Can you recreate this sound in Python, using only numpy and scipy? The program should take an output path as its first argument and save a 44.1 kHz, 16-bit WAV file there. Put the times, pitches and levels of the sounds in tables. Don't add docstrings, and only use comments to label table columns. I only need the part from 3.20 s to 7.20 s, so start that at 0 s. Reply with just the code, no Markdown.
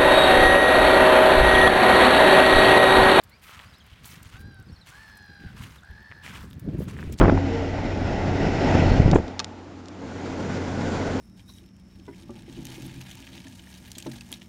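import sys
import numpy as np
from scipy import signal
from scipy.fft import rfft, irfft
from scipy.io import wavfile
from scipy.ndimage import uniform_filter1d

SR = 44100
rng = np.random.default_rng(int(sys.argv[2]) if len(sys.argv) > 2 else 0)


def master_out(mix):
    frames = np.transpose(np.atleast_2d(mix))
    ceiling = np.clip(frames, -1, 1)
    pcm = np.round(ceiling * 32767).astype(np.int16)
    wavfile.write(sys.argv[1], SR, pcm)


N = 176400


def undb(db):
    return 10 ** (np.asarray(db) / 20)


def unit(x):
    return x / np.sqrt(np.mean(x ** 2) + 1e-30)


def wander(rate_hz):
    width = max(int(SR / rate_hz), 1)
    noise = rng.standard_normal(N + 2 * width)
    return unit(uniform_filter1d(uniform_filter1d(noise, width), width)[width:N + width])


def coloured_noise(spectrum):
    hz, db = np.array(spectrum).T
    bins_hz = np.arange(N // 2 + 1) * SR / N + 1
    gain = undb(np.interp(np.log(bins_hz), np.log(hz), db))
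    return unit(irfft(rfft(rng.standard_normal(N)) * gain, N))


def ring(hz, decay_cycles):
    turns = np.arange(1024) * min(hz, .45 * SR) / SR
    return np.sin(2 * np.pi * turns) * np.exp(-turns / decay_cycles)


def add(out, start_s, sound):
    i = int(np.clip(start_s * SR, 0, N - 1))
    out[i:i + len(sound)] += sound[:N - i]


FLURRY_HZ, FLURRY_DB = 70.5, 2.5
def grains(low_hz, high_hz, contacts_per_s, decay_cycles, spread_db, pitches=12):
    out = 0
    for hz in np.geomspace(low_hz, high_hz, pitches):
        contacts = rng.random(N) < contacts_per_s / pitches / SR
        sizes = undb(spread_db * np.clip(rng.standard_normal(N), -2, 2))
        hits = contacts * sizes * rng.choice([-1, 1], N) * undb(FLURRY_DB * wander(FLURRY_HZ))
        tick = np.diff(ring(hz, decay_cycles), prepend=0)
        out = out + unit(signal.oaconvolve(hits, tick)[:N])
    return unit(out)


# frequency_hz, gain_db
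SEA_SPECTRUM = [(200, -1), (550, 3), (1000, 3.5), (1600, 5), (2600, -2), (4500, -4.5), (7000, -15),
                (11000, -19), (16000, -24)]
def shore(sea_db=-61, ticks_db=-74):
    wash = coloured_noise(SEA_SPECTRUM) * undb(sea_db + wander(16))
    ticks = grains(low_hz=2200, high_hz=17400, contacts_per_s=170, decay_cycles=2.9, spread_db=7.2)
    return wash + undb(ticks_db) * ticks


# time_s, level_db
GUSTS = [(0, -53.5), (.85, -52), (1.0, -47.5), (1.1, -49.5), (1.3, -44), (1.52, -47), (1.61, -52.5),
         (2.0, -52.5), (2.22, -44), (2.45, -46.5), (2.6, -51.5), (2.95, -49), (3.1, -44), (3.38, -41.5),
         (3.49, -33), (3.66, -37), (3.8, -33), (4.0, -41)]
# frequency_hz, gain_db
RUMBLE_SPECTRUM = [(25, -33), (40, -14), (70, -1.5), (120, -3.5), (200, -6), (300, -14.5), (500, -24),
                   (800, -40), (1300, -57)]
def wind(t, reference_db=-37, turbulence_db=3.5, pivot_hz=57, swell_per_octave=0.15):
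    gust_db = np.interp(t, *np.array(GUSTS).T)
    excess_db = gust_db - reference_db + turbulence_db * np.minimum(wander(44), 1)
    rumble = rfft(coloured_noise(RUMBLE_SPECTRUM))
    bins_hz = np.arange(N // 2 + 1) * SR / N + 1
    out = 0
    for hz in 25 * 2 ** np.arange(7):
        octave = irfft(rumble * np.maximum(1 - np.abs(np.log2(bins_hz / hz)), 0), N)
        swell = 1 + swell_per_octave * np.log2(hz / pivot_hz)
        out = out + octave * undb(reference_db + excess_db * swell)
    return out


# start_s, pitch_hz, level_db
MUD_SPITS = [(0.0362, 13300, -38), (0.095, 14000, -43), (.6644, 12120, -45.5), (.8552, 10000, -32.5),
             (0.875, 14200, -35), (1.028, 14100, -39), (1.972, 9200, -42.5), (3.303, 12500, -46),
             (3.3305, 12900, -44), (3.3952, 13900, -37.5), (3.924, 12000, -35)]
def mud_spits(t, decay_s=0.0056, trim_db=-2):
    out = np.zeros(N)
    age = t[:1024]
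    for start, hz, db in MUD_SPITS:
        puff = rng.standard_normal(len(age)) * np.exp(-age / decay_s)
        burst = signal.fftconvolve(puff, ring(hz, decay_cycles=0.44))
        add(out, start, undb(db + trim_db) * burst / np.abs(burst).max())
    return out


# (time_s, pitch_hz)
BIRD_PHRASES = [(-62, [(.115, 2030), (.14, 2310), (.168, 2480)]), (-60, [(.46, 4610), (.5, 5200),
                (.53, 4780), (.536, 3790), (.555, 4000), (.561, 5130), (.587, 5260), (.6, 4690),
                (.605, 3310), (.625, 3060)]), (-60.5, [(1.458, 5030), (1.486, 5010), (1.494, 4320),
                (1.506, 4190), (1.511, 5400), (1.556, 5460), (1.565, 4270), (1.582, 4190), (1.59, 5420),
                (1.606, 5350), (1.614, 4040), (1.64, 3580)]), (-57.5, [(2.576, 4060), (2.594, 3440)])]
def young_gull(t, register_hz=4700, high_register_db=-6.5, octave_db=-2.5, jitter=0.018, shimmer_db=2.5):
    out = 0
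    for db, curve in BIRD_PHRASES:
        times, hz = np.array(curve).T
        pitch = np.interp(t, times, hz)
        phase = 2 * np.pi * np.cumsum(pitch * (1 + jitter * wander(676))) / SR
        gate = uniform_filter1d(1. * ((t > times[0]) & (t < times[-1])), size=440)
        octave_gain = undb(octave_db) * np.minimum(register_hz / (2 * pitch), 1) ** 4
        voice = np.sin(phase) + octave_gain * np.sin(2 * phase)
        level_db = db + high_register_db * (pitch > register_hz) + shimmer_db * wander(230)
        out = out + gate * undb(level_db) * np.sqrt(2) * voice
    return out


def beach_echo(call, t, echo_db, decay_s=0.43):
    tail = (rng.standard_normal(N) * np.exp(-t / decay_s))[:SR]
    return call + undb(echo_db) * signal.fftconvolve(call, tail / np.linalg.norm(tail))[:N]


# start_s, hold_s, fade_s, large_stones_db, small_stones_db, wet_grit_db, fine_spray_db
STEP_PRESSES = [(0.224, 0.088, 0.018, -59.5, -55.5, -65, -59.5),
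                (0.271, 0.11, 0.13, -50.5, -52.5, -67.5, -82), (0.65, 0.24, 0.045, -64.5, -58.5, -88, -100),
                (0.84, 0.085, 0.03, -60, -58, -58.5, -54.5), (0.904, .055, 0.047, -53, -52.5, -63, -78),
                (1.042, 0.058, 0.044, -55, -56, -65, -71), (1.12, 0.049, .03, -55, -54.5, -72, -90),
                (1.19, 0.024, 0.0088, -72, -61, -67, -61.5), (1.663, 0.037, .018, -53, -51.5, -60.5, -62),
                (1.702, 0.16, 0.1, -54.5, -58.5, -69, -78), (2.196, 0.03, 0.23, -75, -58, -77, -90),
                (2.366, 0.087, 0.037, -50.5, -55, -66, -72), (2.415, 0.025, 0.013, -56, -48, -62, -58),
                (2.462, .11, 0.025, -56, -58.5, -67, -67), (3.033, 0.062, 0.056, -49.5, -47, -62, -77),
                (3.129, 0.043, 0.019, -44, -47, -62.5, -78),
                (3.199, 0.043, 0.036, -49.5, -65.5, -63.5, -64), (3.49, 0.36, .03, -63, -61.5, -96, -95),
                (3.591, .047, 0.011, -56, -68, -63, -56.5), (3.676, 0.035, 0.013, -48, -52.5, -61.5, -81),
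                (3.735, 0.17, 0.0091, -54.5, -55.5, -70.5, -90),
                (3.919, 0.024, 0.0055, -75, -50, -60.5, -73), (3.984, .032, .03, -75, -50, -50.5, -65)]
# low_hz, high_hz, contacts_per_s, decay_cycles, spread_db, gain_db
GROUND_LAYERS = [(956, 1745, 1000, 1.12, 1, -2), (1903, 3340, 1500, 2.07, -0.5, -1.5),
                 (3940, 9800, 2000, 3.9, -3, 3), (10300, 15500, 2200, 2, -1.5, -1.5)]
def footsteps(t, press_s=0.02, fits_db=1.5):
    out = 0
    shared_slip = wander(FLURRY_HZ)
    for layer, (*texture, gain_db) in enumerate(GROUND_LAYERS):
        power = 0
        for start, hold, fade, *levels_db in STEP_PRESSES:
            press = np.clip((t - start) / press_s + 0.57, 0, 1)
            release = np.exp(-np.maximum(t - start - hold, 0) / fade)
            power = power + (press * release * undb(levels_db[layer])) ** 2
        slip = (shared_slip + wander(FLURRY_HZ)) / np.sqrt(2)
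        out = out + np.sqrt(power) * undb(gain_db + fits_db * slip) * grains(*texture)
    return out


# start_s, pitch_hz, peak_db
PEBBLE_CLACKS = [(0.2943, 1360, -33.5), (0.393, 3160, -29), (0.399, 1950, -32), (0.8446, 3700, -33.5),
                 (1.032, 9000, -32), (1.158, 1610, -36), (2.9151, 2190, -30), (2.9223, 1880, -29.5),
                 (3.064, 2370, -25.5), (3.078, 2280, -28.5), (3.311, 3600, -37.5), (3.331, 3620, -36),
                 (3.683, 1260, -39), (3.767, 1830, -31), (3.789, 1800, -28), (3.795, 1650, -30),
                 (3.828, 1730, -26), (3.9245, 7030, -30.5), (3.988, 4400, -25.5)]
# pitch_ratio, gain_db, decay_cycles
PEBBLE_MODES = [(.62, -18, 2.1), (1, 24, 1.63), (1.3, 8, 3.8)]
def pebble_clacks(contact_cycles=0.27):
    out = np.zeros(N)
    for start, hz, db in PEBBLE_CLACKS:
        modes = sum(undb(gain_db) * ring(hz * ratio, cycles) for ratio, gain_db, cycles in PEBBLE_MODES)
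        contact = np.hanning(int(2 * contact_cycles * SR / hz) + 2)
        knock = signal.fftconvolve(modes, contact)
        add(out, start, undb(db) * knock / np.abs(knock).max())
    return out


# centre_s, pitch_hz, peak_db
EDDY_THUMPS = [(0.73, 78.5, -40.5), (1.067, 85, -36), (1.148, 101, -32.5), (1.203, 86, -34.5),
               (1.499, 218, -39), (1.532, 67, -37.5), (2.2397, 303, -35), (2.252, 139, -31),
               (2.268, 101, -29.5), (2.408, 111, -27.5), (2.711, 68, -34), (3.242, 192, -32.5),
               (3.478, 290, -23), (3.489, 252, -21), (3.551, 297, -22.5), (3.59, 150, -17.5),
               (3.606, 418, -22), (3.62, 450, -29.5), (3.878, 133.4, -23), (3.9, 328, -27.5)]
def eddies(t, width_cycles=0.54, roughness=0.43):
    out = np.zeros(N)
    for centre, hz, db in EDDY_THUMPS:
        turns = (t - centre) * hz
        envelope = np.exp(-.5 * (turns / width_cycles) ** 2)
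        swirl = (roughness * wander(4 * hz) - np.sin(2 * np.pi * turns)) * envelope
        out += undb(db) * swirl / np.abs(swirl).max()
    return out


SCOOP_DEPTH, SCOOP_S, DROP_DEPTH, DROP_S = .2, 0.031, 0.107, 0.0185
RASP_BEND, RASP_DEPTH, RASP_DRIFT = 0.035, 0.83, 0.329
CRY_JITTER, CRY_WAVER, CRY_HOARSENESS, CRY_SHIMMER_DB = 0.0164, .018, .6, 1
GULL_HARMONICS = [-9, 3.5, -20, -15.5, -7, -6.5, -7]
# start_s, length_s, top_hz, sagged_hz, sag_start_share, level_db, rasp_hz, roughness_share, bright_db
GULL_CRIES = [(1.13, .325, 804.4, 746, 0.5, -55.5, 49, 0.33, -1.5),
              (1.712, .63, 868, 778, .16, -52, 89, 0.62, -0.5),
              (2.622, 0.52, 861.4, 800, .5, -53, 72, 0.84, -4.5)]
def gull(t, attack_s=0.0083, release_s=0.047, throat_cutoff_hz=5060):
    out = np.zeros(N)
    for start, length, top_hz, sagged_hz, sag_start, db, rasp_hz, rough, bright_db in GULL_CRIES:
        span = (t >= start) & (t < start + length)
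        age = t[span] - start
        flutter_hz = rasp_hz * (1 + RASP_DRIFT * rough * wander(68)[span])
        flutter = 2 * np.pi * np.cumsum(flutter_hz) / SR
        sag = np.clip((age / length - sag_start) / (1 - sag_start), 0, 1)
        scoop = SCOOP_DEPTH * np.exp(-age / SCOOP_S)
        drop = DROP_DEPTH * np.exp((age - length) / DROP_S)
        unsteady = CRY_JITTER * wander(385)[span] + CRY_WAVER * wander(34.3)[span]
        bend = rough * (RASP_BEND * np.sin(flutter) + unsteady)
        hz = (top_hz + (sagged_hz - top_hz) * sag) * (1 - scoop - drop) * (1 + bend)
        phase = 2 * np.pi * np.cumsum(hz) / SR
        effort = undb(bright_db) * np.sqrt(np.abs(np.sin(np.pi * age / length)))
        voice = 0
        for k, gain_db in enumerate(GULL_HARMONICS, 1):
            hoarse = CRY_HOARSENESS * rough * wander(364)[span] * np.cos(k * phase)
            throat = undb(gain_db) / np.hypot(1, (k * hz / throat_cutoff_hz) ** 10)
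            voice = voice + throat * (effort if k > 2 else 1) * (np.sin(k * phase) + hoarse)
        chop = 1 + rough * RASP_DEPTH * np.cos(flutter)
        shimmer = undb(CRY_SHIMMER_DB * rough * wander(65)[span])
        envelope = np.clip(np.minimum(age / attack_s, (length - age) / release_s), 0, 1)
        out[span] += undb(db) * unit(voice * chop * shimmer) * envelope
    return out


def scene():
    t = np.arange(N) / SR
    birds = beach_echo(gull(t), t, echo_db=-10) + beach_echo(young_gull(t), t, echo_db=-5)
    underfoot = footsteps(t) + pebble_clacks() + mud_spits(t)
    return (birds + underfoot + wind(t) + eddies(t) + shore())[None]


def record(dry):
    cutoff_hz = 16200
    return signal.sosfilt(signal.ellip(10, .2, 70, cutoff_hz, fs=SR, output="sos"), dry)


dry = scene()
out = record(dry)
master_out(out)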